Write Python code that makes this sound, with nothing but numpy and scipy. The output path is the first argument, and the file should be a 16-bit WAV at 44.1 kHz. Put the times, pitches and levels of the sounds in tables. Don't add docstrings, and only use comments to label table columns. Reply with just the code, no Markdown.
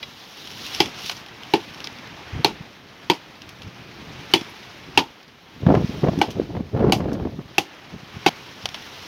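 import sys
import numpy as np
from scipy import signal
from scipy.io import wavfile
from scipy.ndimage import uniform_filter1d, minimum_filter1d

SR = 44100
rng = np.random.default_rng(int(sys.argv[2]) if len(sys.argv) > 2 else 0)


def store_wav(level_fs):
    pcm = np.round(np.clip(np.atleast_2d(level_fs), -1, 1) * 32767)
    wavfile.write(sys.argv[1], SR, pcm.T.astype(np.int16))


def ratio(d):
    e = np.asarray(d, float) / 20
    return 10 ** e


N = 399973
EVENT = 2 * SR // 5


def rms_one(x):
    return x / np.sqrt(np.mean(x ** 2) + 1e-20)


def butter(x, order, hz, kind):
    return signal.sosfilt(signal.butter(order, hz, kind, fs=SR, output="sos"), x)


def in_time(rows):
    s, *columns = np.transpose(rows)
    return [np.interp(np.arange(N) / SR, s, column) for column in columns]


def drift(rate):
    r = np.exp(-80 * np.pi * rate / SR)
    white = rng.standard_normal(N // 40 + 2002)
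    slow = signal.lfilter([1], [1, -2 * r, r * r], white)[2000:]
    return np.interp(np.arange(N) / 40, np.arange(len(slow)), rms_one(slow))


def ring(clicks, hz, t60):
    r, w = ratio(-60 / (t60 * SR)), 2 * np.pi * hz / SR
    return signal.lfilter([0, np.sin(w)], [1, -2 * r * np.cos(w), r * r], clicks + 1e-18)


def resonance(x, hz, width_hz):
    r = np.exp(-np.pi * width_hz / SR)
    poles = [1, -2 * r * np.cos(2 * np.pi * hz / SR), r * r]
    return signal.lfilter((1 - r * r) / 2 * np.array([1, 0, -1]), poles, x)


# (frequency [Hz], width [Hz], level [dB])
HOUSING_MODES = [(3030, 790, -1), (5440, 350, 3.5)]


def housing(x):
    return rms_one(sum(ratio(level_db) * resonance(x, hz, width_hz) for hz, width_hz, level_db in HOUSING_MODES))


def bands(spectrum):
    hz, level_db = np.transpose(spectrum)
    edges = np.geomspace(hz[0], hz[-1], int(3 * np.log2(hz[-1] / hz[0])) + 2)
    white, out = rng.standard_normal((2, N)), []
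    for k, (low, high) in enumerate(zip(edges, edges[1:])):
        mid = np.sqrt(low * high)
        band = butter(white[k % 2], 2, [low, high], "band")
        out.append((mid, band * ratio(np.interp(np.log(mid), np.log(hz), level_db))))
    total = np.sqrt(sum(np.mean(band ** 2) for mid, band in out))
    return [(mid, band / total) for mid, band in out]


def fall(level_db, t60, rise, delay=0.):
    t = np.maximum(np.arange(EVENT) / SR - delay, 0)
    return ratio(level_db - 60 * t / t60) * (1 - np.exp(-t / rise))


def add(out, s, piece):
    at = round(s * SR)
    out[at:at + len(piece)] += piece[:N - at]


def piece_of(noise, s):
    return noise.take(round(s * SR) + np.arange(EVENT), mode="wrap")


# (time [s], rustle level [dB], nearness of the moving leaves [dB])
REED_MOTION = [(0.0, -50.5, 2), (0.45, -49, 6.5), (0.73, -38.5, 6.5), (0.93, -41.5, 0), (1.08, -43.5, 11),
               (1.26, -48, -2), (1.64, -45, 0.5), (2.33, -40.5, -4), (2.8, -53, -1), (3.6, -50, -1),
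               (4.24, -42.5, -1.5), (4.7, -45.5, -0.5), (5.35, -60, 0), (5.88, -42, 1), (6.62, -58, 1),
               (7.35, -60, 1.5), (7.75, -49.5, -2), (9.07, -41.5, 2.5)]


def stirring():
    rustle_db, near_db = in_time(REED_MOTION)
    t = np.arange(N) / SR
    before_s, after_s = 0.1, 0.19
    stirred = sum(np.exp(np.minimum((t - s) / before_s, (s - t) / after_s)) for s, *_ in CHOPS)
    rustle_db = rustle_db + 5.5 * stirred
    swing_db = rustle_db - np.mean(rustle_db)
    swish_db = -53 + 0.63 * swing_db + near_db
    sizzle_db = -68 + 0.47 * swing_db + 1.36 * near_db
    return rustle_db, swish_db, sizzle_db


# (frequency [Hz], level per Hz [dB])
RUSTLE_SPECTRUM = [(180, -5), (300, 0), (413, -3), (465, -1), (539, -8.5), (591, -5), (792, -3),
                   (1150, -3.5), (1400, -6.5), (1520, -4.5), (3200, -4.5), (5370, -11), (7200, -17.5),
                   (9360, -59), (15800, -120)]
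# (frequency [Hz], level per Hz [dB])
SIZZLE_SPECTRUM = [(4410, -34), (7500, -19), (8160, -33), (9220, 10), (14900, 13), (15600, -3), (16200, -9)]


def reeds(rustle_db, swish_db, sizzle_db):
    shared, out = drift(25), 0
    rustle_mean_db, swish_mean_db = np.mean(rustle_db), np.mean(swish_db)
    for hz, band in bands(RUSTLE_SPECTRUM):
        follow = np.clip(0.43 + 0.063 * np.log2(hz / 300), 0, 1)
        bright = np.clip(7.5 * np.log2(hz / 2800), 0, 1)
        swing_db = (1 - bright) * follow * (rustle_db - rustle_mean_db) + bright * (swish_db - swish_mean_db)
        out = out + band * ratio(rustle_mean_db + 4.0 + swing_db + 0.83 * shared + 1.0 * drift(14))
    for hz, band in bands(SIZZLE_SPECTRUM):
        out = out + band * ratio(sizzle_db + 2.0 + 0.7 * shared + 0.65 * drift(8))
    return out


def brushing(swish_db):
    landed = rng.random(N) < 2500 / SR
    strength = ratio(3.7 * np.minimum(rng.exponential(1, N), 4.0))
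    grains = landed * strength * rng.choice([-1, 1], N)
    return housing(grains + 1e-18) * ratio(-43.5 + 1.48 * (swish_db + 43.5) + 2.8 * drift(30))


# (time [s], level [dB])
BREEZE_LEVEL = [(0.0, -48), (0.2, -56), (0.7, -46.5), (1.15, -49.5), (2.2, -46.5), (2.8, -51), (3.6, -50),
                (4.2, -40.5), (4.65, -53.5), (4.95, -41.5), (5.2, -61), (5.5, -54), (6.5, -36.5),
                (7.4, -43), (7.62, -57), (7.95, -49), (9.07, -49)]
# (time [s], peak level [dB], hold [s])
GUST_PEAKS = [(0.834, -37, 0.051), (2.354, -34, 0.046), (2.495, -39.5, 0.052), (5.564, -39.5, .012),
              (5.629, -28.5, 0.014), (5.688, -16.5, 0.03), (5.75, -19, 0.028), (5.791, -25.5, 0.043),
              (5.9, -32, 0.057), (5.95, -35, .07), (6.041, -19.5, 0.053), (6.117, -26, 0.078),
              (6.285, -31, 0.011), (6.368, -29.5, 0.055), (6.49, -33.5, .05), (6.544, -29.5, 0.062),
              (6.746, -26, .03), (6.789, -19.5, 0.12), (6.93, -25, 0.098), (7.035, -26, 0.12),
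              (7.17, -27.5, .11), (7.325, -34, 0.051), (7.383, -33, 0.02), (7.927, -39, 0.029),
              (8.15, -39.5, 0.017), (3.65, -41.5, .04), (4.82, -44, .05), (6.594, -29, 0.021)]


def gusting():
    rise_db_per_s, fall_db_per_s = 550, 329
    t, (level_db,) = np.arange(N) / SR, in_time(BREEZE_LEVEL)
    for s, peak_db, hold in GUST_PEAKS:
        loss_db = np.maximum(rise_db_per_s * (s - t), fall_db_per_s * (t - s - hold))
        level_db = np.maximum(level_db, peak_db - np.maximum(loss_db, 0))
    return level_db


# (frequency [Hz], level per Hz [dB])
BUFFET_SPECTRUM = [(15, -61), (25, -18.5), (112, 1), (267, -1.5), (294, -3), (425, -3), (486, -7.5),
                   (601, -8.5), (1250, -24.5), (2500, -42), (3250, -72), (5500, -120)]


def wind():
    full_gust_db, dulling_per_octave = -13, 0.18
    level_db = gusting()
    lumps_db = 1.07 * drift(16.6) + 2.85 * drift(94)
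    out = 0
    for hz, band in bands(BUFFET_SPECTRUM):
        swing = 1 + dulling_per_octave * max(np.log2(hz / 150), 0)
        below_db = swing * (level_db - full_gust_db + lumps_db)
        out = out + band * ratio(full_gust_db + 2.5 + below_db + 0.89 * drift(14.0))
    return out


PING_TIMES = (.027, .03, .028, .027, .028, .029, .82, .815, 2.48, 4.368, 4.345, 4.372, 4.492, 4.495, 4.418)
# (level [dB], frequency [Hz], decay time t60 [s])
PING_MODES = [(-37, 3880, 0.06), (-44, 5000, 0.059), (-36.5, 3360, 0.058), (-31, 2420, 0.031),
              (-34, 2030, 0.034), (-35, 2850, .03), (-58, 8700, .08), (-38.5, 3380, 0.16),
              (-51, 3880, 0.18), (-34, 3400, 0.098), (-52, 8740, .08), (-58, 8680, .15), (-59, 11250, 0.09),
              (-66, 12100, .08), (-62, 6950, .15)]


def pings():
    out, t = np.zeros(N), np.arange(EVENT) / SR
    for s, (level_db, hz, t60) in zip(PING_TIMES, PING_MODES):
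        add(out, s, fall(level_db + 12.5, t60, 0.0052) * np.sin(2 * np.pi * hz * t))
    return out


# (frequency [Hz], level per Hz [dB])
CRACK_SPECTRUM = [(710, 1.5), (1200, -15.5), (1730, -12.5), (2640, 0.5), (2940, -3), (3280, -1.5),
                  (3820, -8), (5190, -7), (6890, -24), (7500, -52), (9750, -53), (16500, -120)]
# (frequency [Hz], level per Hz [dB])
EDGE_SPECTRUM = [(4410, 5.5), (7500, 10), (8130, -29), (8840, -5), (13100, -4.5), (15500, -15),
                 (16200, -15)]


def fracture_noises():
    return [sum(band for hz, band in bands(spectrum)) for spectrum in (CRACK_SPECTRUM, EDGE_SPECTRUM)]


# (time [s], peak level [dB], edge level [dB], decay time t60 [s])
STEM_SNAPS = [(0.028, -20.5, -61, 0.073), (0.473, -22.5, -44, 0.041), (0.5735, -28, -53, 0.034),
              (0.748, -20, -27, 0.023), (0.858, -19.5, -39, 0.043), (1.06, -26, -31, 0.064),
              (1.0956, -12.5, -31, 0.04), (1.1128, -21, -35, 0.084), (1.262, -27.5, -49, 0.04),
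              (1.285, -29, -60, 0.035), (1.434, -27, -44, 0.033), (1.745, -24, -55, 0.022),
              (1.8035, -19, -40, 0.012), (1.8716, -13.5, -48, 0.012), (1.986, -28, -55, 0.025),
              (2.0726, -31, -50, 0.028), (3.491, -25, -36, 0.032), (3.6195, -26.5, -49, 0.041),
              (3.631, -29, -65, 0.048), (4.3594, -27, -51, 0.03), (4.411, -21, -55, 0.044),
              (.6408, -23, -55, .04), (1.0444, -27, -50, .03), (.505, -29, -55, .02), (.738, -25, -45, .02),
              (4.446, -28, -67, 0.03), (6.1886, -28, -37, 0.06), (6.305, -26, -38.5, 0.094),
              (3.5864, -38, -59, .03), (4.314, -36, -44, .07), (8.744, -18, -63, 0.081),
              (8.992, -29, -65, 0.027)]
# (time [s], peak level [dB], edge level [dB], decay time t60 [s])
TWIG_SNAPS = [(1.097, -17, -45, .03), (1.116, -22, -45, .03), (1.062, -24, -45, .03),
              (1.1672, -25, -56, .03), (1.8425, -18, -50, 0.084), (3.4191, -23.5, -59, 0.02),
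              (5.2297, -36, -65, .03), (5.28, -40, -65, .03), (7.1302, -32, -39.5, 0.077),
              (8.656, -6, -46, 0.03), (8.689, -19, -48, 0.02), (5.75, -30, -39, .015)]


def snaps(crack, edge):
    stem_hz, twig_hz = 3260, 5240
    out = np.zeros(N)
    body = rms_one(butter(rng.standard_normal(N), 2, [500, 1500], "band"))
    events = [(*row, stem_hz) for row in STEM_SNAPS] + [(*row, twig_hz) for row in TWIG_SNAPS]
    for s, peak_db, edge_db, t60, hz in events:
        body_db = -12 + 1.28 * peak_db
        t60 = np.clip(t60, .005, .2)
        tuned = 0.56 * housing(rng.standard_normal(EVENT))
        tuned += 1.11 * rms_one(resonance(piece_of(crack, s), hz, 2200))
        snap = tuned * (fall(peak_db - 4, 0.0068, 0.00046) + fall(peak_db - 13.5, t60, 0.00054))
        snap += piece_of(edge, s) * fall(edge_db, t60, 0.00016)
        snap += piece_of(body, s) * fall(body_db - .5, t60, .001)
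        add(out, s, snap)
    return out


# (frequency [Hz], level [dB], decay time t60 [s])
BLADE_MODES = [(3360, -19, 0.015), (3760, -24, 0.013), (5500, -15, 0.0039), (6040, -15, 0.0093),
               (8800, -26.5, 0.042), (10600, -29, 0.0086), (13600, -26, .01)]
# (level [dB], frequency [Hz])
BLADE_GRIPS = [(-14, 2070), (-14, 2300), (-18, 2200), (-16, 2200), (-14, 2500), (-6, 2510), (-11, 2271),
               (-11, 2430), (-12, 2300), (-9, 2130)]


def blade(bite, number, crack_db, crack_hz, ring_db, clang_db, clang_hz):
    out = ratio(crack_db - 9 + ring_db) * ring(bite, crack_hz, 0.019)
    out -= ratio(clang_db + 4.0) * ring(bite, clang_hz, 0.0076)
    grip_db, grip_hz = BLADE_GRIPS[number]
    out += ratio(grip_db) * ring(bite, grip_hz, 0.025)
    for hz, mode_db, t60 in BLADE_MODES:
        chance_db, detune = rng.normal(0, [2, .02])
        out += ratio(crack_db + mode_db + chance_db) * ring(bite, hz * (1 + detune), t60)
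    return out


# (frequency [Hz], level [dB], decay time t60 [s])
WALL_MODES = [(1152, -6, 0.029), (1524, -1.5, 0.03), (2000, -4, 0.022)]


def notch_wall(bite, split, wall_db, tail):
    drive = bite + 0.13 * split * fall(-11, tail * .7, 0.0022)
    return sum(ratio(wall_db + mode_db) * ring(drive, hz, t60) for hz, mode_db, t60 in WALL_MODES)


# (multiple of knock frequency [1], level [dB], decay time t60 [s])
LOW_MODES = [(.55, -8, 0.03), (.85, -4.5, 0.036), (1.0, 4.5, 0.036), (1.25, 1, 0.026), (1.65, -15, 0.02)]
# (multiple of upper knock frequency [1], level [dB], decay time t60 [s])
HIGH_MODES = [(.88, -4, 0.018), (1.0, 3, 0.028), (1.15, -11, 0.022)]
# (time [s], upper knock [Hz], upper over lower knock [dB])
NOTCH_DEPTH = [(0.8, 837, 0), (1.54, 860, 1), (2.45, 872, 2.5), (3.1, 936, 2), (4.34, 893, -3.5),
               (4.97, 893, 5.5), (6.2, 824, 7), (7.58, 800, 2.5), (8.26, 790, 4)]


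def trunk(s, knock_db, shake_db, damping, tail):
    times, hz, over_db = np.transpose(NOTCH_DEPTH)
    high_hz, high_db = np.interp(s, times, hz), knock_db + np.interp(s, times, over_db)
    low = LOW_MODES, 334, knock_db + .4, 0
    high = HIGH_MODES, high_hz, high_db + .4, .0006
    out = np.zeros(EVENT)
    for modes, base_hz, level_db, delay in (low, high):
        for k, (multiple, mode_db, t60) in enumerate(modes):
            shake = fall(level_db + mode_db - 36.5 + shake_db, tail * 1.08, 0.0005, delay=0.0088)
            push = rng.standard_normal(EVENT) * shake
            push[round(delay * SR)] += ratio(level_db + mode_db + 1.0) * (-1) ** k
            out += ring(push, base_hz * multiple, t60 / damping)
    return out


# (time [s], crack level [dB], knock level [dB], brightness [dB], crack frequency [Hz])
CHOPS = [
    (0.8029, -5, -10, 1.5, 3150),
    (1.537, -9, -7.5, 0, 2820),
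    (2.446, -2.5, -9.5, 0, 2770),
    (3.0989, -4.5, -10, 1, 3260),
    (4.337, 3, -6, 0.5, 3024),
    (4.9748, 0, -8, -2, 2710),
    (6.2145, -10, -11, 1, 2880),
    (6.9222, -2, -13, 6.5, 2900),
    (7.5816, -1, -14, 5, 2650),
    (8.2624, -6, -7, 0, 2580),
]
# (crack ring [dB], reed scatter [dB], wood after-shake [dB],
# notch wall [dB], knock damping factor [1])
SEATING = [(2.5, 2.5, -1.5, -25, 0.97), (0, 0.5, 0, -25, 0.95), (0, 0, 1.5, -25, 1.14),
           (0, 1.5, 2.5, -24, 0.97), (6, -0.5, -0.5, -26, 1.07), (4.5, 2, 3, -23, 1.12),
           (2.5, 2, 0.5, -17, 1.16), (0, -2.5, 1.5, -24, 0.98), (3, -6, 1, -27, 1.07),
           (1, 7, 2, -15.5, 0.94)]
# (blow number [1], level [dB], frequency [Hz])
CLANGS = [(0, -7.5, 5100), (1, -14, 4050), (2, -3, 4200), (3, -22, 4730), (4, -7, 4460), (5, -5.5, 3250),
          (6, -11, 3250), (7, -8.5, 4770), (8, -12, 3300), (9, -12, 3300)]


def chops(crack, edge):
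    out, splinters = np.zeros(N), ratio(2.0 * drift(120))
    clangs = {round(k): (hz, level_db) for k, level_db, hz in CLANGS}
    tail, drop_s = 0.13, 8.293
    for number, (s, crack_db, knock_db, bright_db, crack_hz) in enumerate(CHOPS):
        ring_db, reed_db, shake_db, wall_db, damping = SEATING[number]
        clang_hz, clang_db = clangs.get(number, (3800, -35))
        edge_db = crack_db + bright_db - 21
        scatter_db = 1.9 + 0.73 * crack_db + reed_db
        split, top, tear = (piece_of(noise, s) for noise in (crack, edge, splinters))
        bite = np.zeros(EVENT)
        bite[[8, 8 + round(SR / crack_hz * 2), 8 + round(SR / crack_hz * 5)]] = 1, .6, .45
        blow = blade(bite, number, crack_db, crack_hz, ring_db, clang_db, clang_hz)
        blow += notch_wall(bite, split, wall_db, tail)
        blow += split * fall(crack_db - 10.5, 0.032, 0.0005)
        scatter = 1.01 * split
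        scatter += 0.13 * rms_one(resonance(split, crack_hz, 300))
        scatter += 0.17 * rms_one(resonance(split, clang_hz, 350))
        blow += scatter * tear * fall(scatter_db - 18, tail, 0.0013)
        blow += top * fall(edge_db + 4.5, 0.021, 0.00015)
        blow += top * tear * fall(edge_db - 6.5 + reed_db, tail * 1.3, 0.003)
        blow += trunk(s, knock_db, shake_db, damping, tail)
        add(out, s, blow)
    out[round(drop_s * SR):] *= ratio(-19)
    return butter(out, 2, 110, "high")


# (time [s], peak level [dB], frequency [Hz])
EDDY_BURSTS = [(1.989, -39, 218), (2.332, -19, 92), (2.362, -16, 104), (2.607, -21, 154),
               (3.666, -23.5, 100), (3.684, -27.5, 120), (4.414, -18, 264), (5.631, -19, 102),
               (5.666, 2.5, 157), (5.693, -3, 300), (5.74, 2.5, 435), (5.753, -6, 172), (5.765, -8, 210),
               (5.843, -5.5, 164), (5.892, -11, 219), (6.032, -6, 207), (6.175, -8, 222), (6.396, -1, 382),
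               (6.545, -19, 157), (6.604, -11, 230), (6.808, -7.5, 220), (6.884, -4, 184),
               (7.003, -11, 207), (7.108, -20, 210), (7.219, -12, 113), (7.253, -8, 282),
               (7.387, -14.5, 197), (7.938, -21.5, 150), (7.96, -23, 181), (8.165, -21.5, 138),
               (8.031, -29, 150), (8.638, -27.5, 110), (8.685, -31, 120), (6.76, -15, 200),
               (6.825, -8, 230), (6.847, -11, 200), (6.906, -14, 250), (7.121, -10, 250), (7.229, -14, 230),
               (5.708, -9, 300), (5.72, -9, 260)]


def eddies():
    half = SR // 30
    out, t = np.zeros(N), np.arange(-half, half) / SR
    phases = rng.uniform(0, 2 * np.pi, len(EDDY_BURSTS))
    for (s, peak_db, hz), phase in zip(EDDY_BURSTS, phases):
        at = round((s + 0.0034) * SR) - half
        envelope = ratio(peak_db - 3.5) * np.exp(-np.abs(t * hz * 1.76) ** 1.36)
        out[at:at + len(t)] += envelope * np.sin(2 * np.pi * hz * t + phase)
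    return out


# (time [s], peak level [dB], decay time t60 [s])
EDDY_FRONTS = [(5.666, -11.5, 0.042), (5.692, -20, 0.044), (5.713, -21, 0.04), (5.741, -14, 0.04),
               (5.752, -8.5, 0.037), (5.765, -24, 0.032), (5.795, -28, 0.04), (6.046, -18.5, 0.04),
               (6.075, -23, 0.04), (6.085, -16, 0.043), (6.139, -36, 0.04), (6.357, -31, 0.04),
               (6.398, -24, 0.037), (6.516, -38, 0.04), (6.551, -22, 0.034), (6.567, -21, 0.04),
               (6.603, -34, 0.04), (6.746, -35, 0.035), (6.765, -26, 0.04), (6.774, -22, 0.04),
               (6.794, -20, 0.044), (6.805, -19, 0.04), (6.827, -25, 0.037), (6.844, -26, 0.04),
               (6.88, -20, 0.04), (6.897, -15, 0.04), (7.005, -19, 0.052), (7.043, -24, 0.04),
               (7.084, -24, 0.04), (7.094, -24, 0.04), (7.117, -21, 0.04), (7.153, -26, 0.04),
               (7.198, -26, 0.034), (7.226, -29, 0.04), (7.252, -22, 0.045), (7.273, -35, 0.04),
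               (7.392, -29, 0.045)]


def slaps():
    out = np.zeros(N)
    puff = butter(rng.standard_normal(N), 1, [350, 700], "band")
    puff = rms_one(butter(puff, 1, 1300, "low"))
    for s, peak_db, t60 in EDDY_FRONTS:
        add(out, s - .0012, piece_of(puff, s) * fall(peak_db - 3.0, np.clip(t60, .01, .3), 0.00055))
    return out


def scene():
    crack, edge = fracture_noises()
    leaves_db = stirring()
    foliage = reeds(*leaves_db) + brushing(leaves_db[1]) + snaps(crack, edge)
    blows = chops(crack, edge) + pings()
    gusts = wind() + eddies() + slaps()
    return (foliage + blows + gusts)[None]


def top_cut(x):
    return signal.sosfilt(signal.butter(12, 16870, fs=SR, output="sos"), x)


def record(dry):
    dip_hz, dip_width_hz, dip_share = 7680, 4650, 0.81
    x = dry - dip_share * resonance(dry, dip_hz, dip_width_hz)
    room_db = np.minimum(0, 20 * np.log10(1.25 / (np.abs(x) + 1e-9)))
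    duck_db = uniform_filter1d(minimum_filter1d(room_db, size=500), size=200)
    x = np.clip(x * ratio(.8 * duck_db), -.89, .89)
    x = butter(x, 2, 38, "high")
    x = signal.sosfilt(signal.cheby2(12, 60, 16750, fs=SR, output="sos"), x)
    return top_cut(x)


dry = scene()
out = record(dry)
store_wav(out)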